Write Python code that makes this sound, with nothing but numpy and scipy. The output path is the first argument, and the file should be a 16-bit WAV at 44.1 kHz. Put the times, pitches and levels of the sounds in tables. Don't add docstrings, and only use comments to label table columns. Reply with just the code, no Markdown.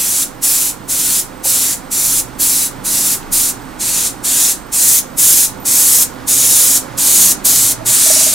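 import sys
import numpy as np
from scipy import signal
from scipy.fft import rfft, irfft, next_fast_len
from scipy.io import wavfile
from scipy.ndimage import uniform_filter1d

SR = 44100
rng = np.random.default_rng(int(sys.argv[2]) if len(sys.argv) > 2 else 0)


def digitize_waveform(pressure):
    field = np.atleast_2d(pressure).T
    bounded = np.clip(field, -1, 1)
    quanta = np.round(bounded * 32767).astype(np.int16)
    wavfile.write(sys.argv[1], SR, quanta)


N = 367785

# (frequency [Hz], relative density [dB per Hz])
SHOP_COLOUR = [(18, -33), (30, -10.5), (208, -3.5), (284, -3), (420, -6), (532, -6.5), (747, -7),
               (1020, -7), (1470, -10), (2300, -16.5), (2550, -19.5), (8280, -26.5), (12300, -30.5),
               (14000, -29), (15500, -38)]
# (frequency [Hz], likeness [0-1])
SHOP_LIKENESS = [(50, 0.98), (150, 0.88), (300, 0.95), (700, 0.78), (1400, 0.57), (3000, 0.87),
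                 (12000, 0.42)]
# (frequency [Hz], left minus right [dB])
PORT_BALANCE = [(27, 4), (52, -12), (77, 3), (150, -9.5), (280, -8), (620, -12.5), (1000, -9), (1500, -5.5),
                (3000, -1), (12000, -2.5)]
# (frequency [Hz], lead of the left [rad])
PORT_PHASE = [(27, -1.4), (115, -1.04), (200, -0.24), (340, 0.5), (500, 1.5), (650, 2), (1000, -0.5),
              (1460, 1.06), (2500, 0.7), (12000, 0.38)]
# (frequency [Hz], width [Hz], lift [dB])
DUCT_MODES = [(78, 9.2, 0.5), (121, 17, 6), (148, 9.2, 5), (262, 21, 8.5), (302, 20, 5), (372, 19, 3),
              (870, 44, 3), (1440, 130, 2.5)]
# (time [s], level [dB])
FAN_LEVEL = [(0, -34), (1.5, -33), (3.3, -31), (4.65, -33), (5.6, -32), (7, -29.5), (8.34, -31.5)]
# (frequency [Hz], level [dB], pitch waver [Hz], level waver [dB])
MOTOR_HUMS = [(25.6, -44.5, 0.6, 2), (51.7, -50, 2, -1), (77, -53, 0.85, -1.5), (117, -48.5, 2.8, 2.5),
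              (200, -48.5, 2.7, 0)]
# (middle [s], length [s], frequency [Hz], peak level [dB])
HUM_SWELLS = [(1.448, 0.44, 78.5, -45), (2.15, 0.45, 50, -43), (2.5, 0.76, 26.5, -39),
              (2.97, 0.32, 198, -37), (3.35, 0.25, 26.4, -35), (3.75, 0.45, 49, -47), (4.7, 0.43, 52, -44),
              (5.4, 0.35, 199.8, -42), (6.42, 0.25, 75, -40), (6.928, 0.094, 118, -35),
              (7.23, 0.37, 201, -35), (7.8, 0.41, 112.3, -36.5)]
# (time [s], resonance [Hz], level [dB])
GRIP_HOLLOW = [(0, 516, -47), (2.9, 515, -47.5), (3.8, 520, -58), (4.9, 530, -48), (6.35, 494.6, -41),
               (7.1, 544, -41), (7.4, 631, -46), (8.34, 630, -43)]
# (time [s], level [dB], ring frequency [Hz], ring t60 [s], thud against ring [dB])
HOUSING_KNOCKS = [(1.4545, -23, 546, 0.12, 10.5), (7.458, -25, 634, .1, -10), (7.525, -24, 654, .1, -10),
                  (7.808, -24, 660, 0.22, -12), (8.061, -22, 647, 0.25, -12),
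                  (8.102, -10.5, 634, 0.11, -12), (8.162, -19.5, 635, 0.22, -12),
                  (8.208, -19.5, 643, .15, -12), (8.265, -19, 627, 0.12, -12), (8.332, -22, 622, .1, -14)]
# (frequency [Hz], t60 [s])
ROOM_DECAY = [(1000, 0.3), (4000, 0.28), (8000, 0.21), (15000, 0.064)]
# (start [s], end [s], frequency [Hz], width [Hz], level [dB], left minus right [dB])
LEAK_WHISTLES = [(0, 5.7, 8140, 110, -54, -8), (0, 6.1, 9600, 140, -67, -8), (0, 6.2, 14330, 45, -55, -17),
                 (0, 5.7, 13950, 300, -63, 0), (5.595, 5.65, 13600, 200, -39, -1),
                 (6.05, 8.34, 11150, 198, -61, -13)]
# (time [s], level [dB], pitch [Hz])
TRIGGER_TICKS = [(3.229, -30, 2800), (6.136, -39, 3600), (6.16, -34, 4200), (6.186, -37, 3200),
                 (6.203, -31, 3600), (6.214, -36, 4200), (6.24, -39, 3600)]
# (trigger down [s], trigger up [s], valve closing time [s], mid-stroke level [dB],
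#   swing = gain from start to end [dB], arch = drop at both ends [dB], body [dB], sizzle [dB],
#   delay of the panel's echo [ms])
SPRAY_STROKES = [(-0.018, 0.233, 0.019, -14, 1, -0.4, 1, 0.5, 0.33),
                 (0.428, 0.697, 0.018, -11.5, -4, 1.7, 0, 1.5, 0.36),
                 (0.892, 1.2, 0.02, -13, 2.5, 0.3, 1.5, 1, 0.33),
                 (1.445, 1.734, 0.02, -11.5, -2, 2.5, 1.2, 1, 0.36),
                 (1.915, 2.202, 0.016, -12.5, 3, 1, -0.3, 1, 0.36),
                 (2.399, 2.663, 0.018, -11.5, -5, 1, -0.5, 1.5, 0.49),
                 (2.85, 3.142, 0.018, -13, 3, 0.5, 1.7, 1, 0.38),
                 (3.326, 3.501, 0.017, -11.5, -5.5, 0.9, -0.5, 1, 0.41),
                 (3.802, 4.07, 0.021, -14.5, 4, 0.5, 5, -1, 0.144),
                 (4.244, 4.52, 0.02, -10.5, 2, 3, 2, -0.5, 0.28),
                 (4.725, 4.989, 0.013, -8.5, 6, 3, -1, 1, 0.32),
                 (5.181, 5.454, 0.019, -7, -2, 2, -2, 1.5, 0.31),
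                 (5.655, 6.032, 0.014, -8, 4, 2.5, -2.5, 1, 0.34),
                 (6.278, 6.774, 0.017, -8, 2.2, 2.6, -1.8, 0.5, 0.29),
                 (6.978, 7.32, 0.012, -7.5, 5, 3.5, -1, 0.5, 0.31),
                 (7.449, 7.722, 0.011, -9.1, -3.5, 0.7, 0.5, 0.9, 0.25),
                 (7.861, 8.36, 0.016, -8.5, -1.3, 3, 1.7, -1, 0.51)]
# (frequency [Hz], relative density [dB per Hz])
JET_COLOUR = [(700.0, -20.5), (1400.0, -16.5), (2300.0, -15.5), (3000.0, -13.5), (3700.0, -8.5),
              (5000.0, -6.5), (6000.0, -2.5), (7000.0, 0.27), (10000.0, 0.45), (12700.0, -3), (14200.0, -7),
              (15500.0, -9.5)]
# (frequency [Hz], likeness [0-1])
JET_LIKENESS = [(1000, 0.55), (3000, 1), (6000, 0.91), (9000, 0.89), (15000, 0.88)]
# (frequency [Hz], width [Hz], lift on the first patch [dB], lift on the second patch [dB])
POCKET_MODES = [(2400, 470, 2.7, 1.9), (3100, 300, -2, -0.5), (6660, 460, -3, 1), (7400, 860, 2.8, 0.6),
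                (8400, 310, -3, 1.5), (10080, 570, 2, 1.1), (11700, 500, -3, 1), (12350, 690, 2, -1.5),
                (13200, 500, -4, 0.5)]
# (frequency [Hz], share of the dB setting)
BODY_SHAPE = [(600, 0.56), (2500, 0.59), (4300, 0.58), (7000, 0.037)]
SIZZLE_SHAPE = [(9500, 0.089), (13500, 1.9)]

SIZZLE_PER_SWING, BODY_PER_SWING = 0.33, -0.61
MOVE_AT, MOVE_S = 3.3, 0.25
EDGE_HZ = 15830


def gain_of(db):
    return 10 ** (np.asarray(db) / 20)


def evened(x):
    return x / np.sqrt(np.mean(x ** 2) + 1e-20)


def read(points, hz):
    f, value = np.transpose(points)
    return np.interp(np.log(hz + 1), np.log(f + 1), value)


def follow(rows, t):
    s, *columns = np.transpose(rows)
    return [np.interp(t, s, column) for column in columns]


def panned(balance_db):
    balance_db = np.atleast_1d(balance_db)
    pair = gain_of(np.array([balance_db, -balance_db]) / 2)
    return pair / pair.mean(0)


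def add(mix, s, sound):
    part = mix[:, max(round(s * SR), 0):][:, :sound.shape[1]]
    part += sound[:, :part.shape[1]]


def noise_pair(same, shape):
    a, b, c, d = rng.standard_normal((4,) + shape)
    left = a + 1j * b
    right = same * left + np.sqrt(1 - same ** 2) * (c + 1j * d)
    return np.array([left, right])


def fuzzy_tone(hz, width_hz):
    size = next_fast_len(N)
    f = np.fft.rfftfreq(size, 1 / SR)
    resonance = 1 / (1 + ((f - hz) / width_hz) ** 2) ** 2
    return evened(irfft(rfft(rng.standard_normal(size)) * resonance, size)[:N])


def wander(t, rate_hz):
    hz = np.geomspace(rate_hz / 10, rate_hz, 20)[:, None]
    return evened(np.sin(2 * np.pi * (hz * t + rng.random(hz.shape))).sum(0))


def tone(hz, waver_hz):
    t = np.arange(N) / SR
    slow_t = t[::1000]
    pitch = hz + waver_hz * np.interp(t, slow_t, wander(slow_t, rate_hz=5.4))
    return evened(np.sin(2 * np.pi * np.cumsum(pitch) / SR))


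def fan(trim_db=0.5):
    size = next_fast_len(N)
    hz = np.fft.rfftfreq(size, 1 / SR)
    colour = read(SHOP_COLOUR, hz)
    for f, width, lift_db in DUCT_MODES:
        colour += lift_db / (1 + (2 * (hz - f) / width) ** 2)
    spectra = noise_pair(read(SHOP_LIKENESS, hz), hz.shape) * gain_of(colour)
    level = follow(FAN_LEVEL, np.arange(N) / SR)[0]
    return evened(irfft(spectra, size)[:, :N]) * gain_of(level + trim_db)


def motors(unsteady_hz=3):
    t, out = np.arange(N) / SR, np.zeros(N)
    slow_t = t[::500]
    for hz, db, waver_hz, waver_db in MOTOR_HUMS:
        level = db + waver_db * np.interp(t, slow_t, wander(slow_t, unsteady_hz))
        out += gain_of(level) * tone(hz, waver_hz)
    for s, length, hz, db in HUM_SWELLS:
        bell = np.exp(-(2 * (t - s) / length) ** 2)
        out += gain_of(db) * bell * tone(hz, waver_hz=2.2)
    return out


def hollow(width_hz=26):
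    hz, db = follow(GRIP_HOLLOW, np.arange(N) / SR)
    turn = 2 * np.pi * np.cumsum(hz) / SR
    air = fuzzy_tone(0, width_hz) * np.cos(turn) + fuzzy_tone(0, width_hz) * np.sin(turn)
    return gain_of(db) * evened(air)


def knocks(thud_hz=760, thud_t60=0.014, damped_s=0.02, trim_db=1):
    t, out = np.arange(SR // 5) / SR, np.zeros((2, N))
    onset = 1 - np.exp(-t / 0.0008)
    for s, db, hz, t60, thud_db in HOUSING_KNOCKS:
        damping = 1 / (1 + (t / damped_s) ** 8)
        ring = np.sin(2 * np.pi * hz * t) * np.exp(-np.log(1000) * t / t60) * damping
        thud = np.sin(2 * np.pi * thud_hz * t) * np.exp(-np.log(1000) * t / thud_t60)
        knock = (ring + gain_of(thud_db) * thud) * onset
        add(out, s, gain_of(db + trim_db) * knock[None])
    return out


def ports(x):
    size = next_fast_len(N + SR // 10)
    hz = np.fft.rfftfreq(size, 1 / SR)
    spectra = rfft(x, size) * panned(read(PORT_BALANCE, hz))
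    spectra[0] *= np.exp(1j * read(PORT_PHASE, hz))
    return irfft(spectra, size)[:, :N]


def room(x, wet_db=-13, first_s=0.0031, drift_hz=0.798, count=3):
    out = np.zeros((2, N))
    for k in range(count):
        hz, t, spectra = signal.stft(rng.standard_normal((2, SR // 2)), SR, nperseg=256)
        decay = gain_of(-60 * t / read(ROOM_DECAY, hz)[:, None]) * (t > first_s)
        tail = signal.istft(spectra * decay, SR)[1]
        tail /= np.linalg.norm(tail, axis=1, keepdims=True)
        share = np.sqrt(2 / count) * np.cos(np.pi * (drift_hz * np.arange(N) / SR + k / count))
        out += signal.fftconvolve(x * share, tail, axes=1)[:, :N]
    return gain_of(wet_db) * out


def leak():
    t, out = np.arange(N) / SR, np.zeros((2, N))
    for start, end, hz, width, db, balance in LEAK_WHISTLES:
        fade = np.clip(np.minimum(t - start, end - t) / 0.01, 0, 1)
        out += gain_of(db) * fade * fuzzy_tone(hz, width) * panned(balance)
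    return out


def ticks(t60=0.016, spread=1.45, trim_db=-1):
    t, out = np.arange(SR // 10) / SR, np.zeros((2, N))
    for s, db, hz in TRIGGER_TICKS:
        band = signal.butter(2, [hz / spread, hz * spread], "band", fs=SR, output="sos")
        rattle = evened(signal.sosfilt(band, rng.standard_normal(len(t))))
        tick = rattle * np.exp(-np.log(1000) * t / t60)
        add(out, s, gain_of(db + trim_db) * tick[None])
    return out


def valve(t, opening_share=0.25, bleed_db=-27, bleed_s=0.051):
    flow, bleed = np.zeros(N), gain_of(bleed_db)
    for down, up, closing, *_ in SPRAY_STROKES:
        since = np.maximum(t - up, 0)
        drain = (np.exp(-since / closing) + bleed * np.exp(-since / bleed_s)) / (1 + bleed)
        opening = (1 + np.tanh((t - down) / (2 * opening_share * closing))) / 2
        flow += opening * drain
    return flow


def strokes(t):
    rows = np.array(SPRAY_STROKES)
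    current = np.maximum(np.searchsorted(rows[:, 0], t + 1 / 20) - 1, 0)
    down, up, _, level, swing, arch, body, sizzle, delay_ms = rows[current].T
    place = np.clip((t - down) / (up - down), 0, 1) - 0.5
    aim = swing * place
    level = level + aim - arch * (2 * place) ** 2
    return level, body + BODY_PER_SWING * aim, sizzle + SIZZLE_PER_SWING * aim, delay_ms


def pocket(t, hz):
    first, second = np.zeros(len(hz)), np.zeros(len(hz))
    for f, width, first_db, second_db in POCKET_MODES:
        resonance = 1 / (1 + (2 * (hz - f) / width) ** 2)
        first += first_db * resonance
        second += second_db * resonance
    moved = (1 + np.tanh((t - MOVE_AT) / MOVE_S)) / 2
    return np.outer(1 - moved, first) + np.outer(moved, second)


def near_echoes(t, hz, delay_ms, first=0.05, second=0.04, sway=0.032):
    delay_s = delay_ms * (1 + sway * wander(t, rate_hz=4)) / 1000
    bounce = np.exp(-2j * np.pi * np.outer(delay_s, hz))
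    return abs(1 + first * bounce + second * bounce ** 2)


def jet(patchy_db=1.3, flutter_db=0.52, balance_db=-0.6):
    size, hop = 512, 128
    hz, frame_t = np.fft.rfftfreq(size, 1 / SR), np.arange(N // hop + 5) * hop / SR
    level, body, sizzle, delay_ms = strokes(frame_t)
    colour = read(JET_COLOUR, hz) + pocket(frame_t, hz)
    colour += np.outer(body, read(BODY_SHAPE, hz))
    colour += np.outer(sizzle, read(SIZZLE_SHAPE, hz))
    patches = uniform_filter1d(rng.standard_normal(colour.shape), size=40, axis=0)
    patches = evened(uniform_filter1d(patches, size=4, axis=1))
    shape = gain_of(colour + patchy_db * patches) * near_echoes(frame_t, hz, delay_ms)
    shape /= np.linalg.norm(shape, axis=1, keepdims=True)
    shape *= gain_of(flutter_db * wander(frame_t, rate_hz=33))[:, None]
    spectra = noise_pair(read(JET_LIKENESS, hz), shape.shape) * shape
    hiss = signal.istft(spectra.swapaxes(1, 2), nperseg=size, noverlap=size - hop)[1][:, :N]
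    t = np.arange(N) / SR
    return evened(hiss) * gain_of(np.interp(t, frame_t, level)) * valve(t) * panned(balance_db)


def scene():
    background = ports(fan() + motors() + hollow() + knocks())
    brush = jet() + ticks()
    return background + leak() + room(brush) + brush


def record(dry):
    clipped = np.clip(dry, -1, 1)
    low_pass = signal.firwin(1501, EDGE_HZ, window=("kaiser", 8), fs=SR)
    return signal.oaconvolve(clipped, low_pass[None], "same")


dry = scene()
out = record(dry)
digitize_waveform(out)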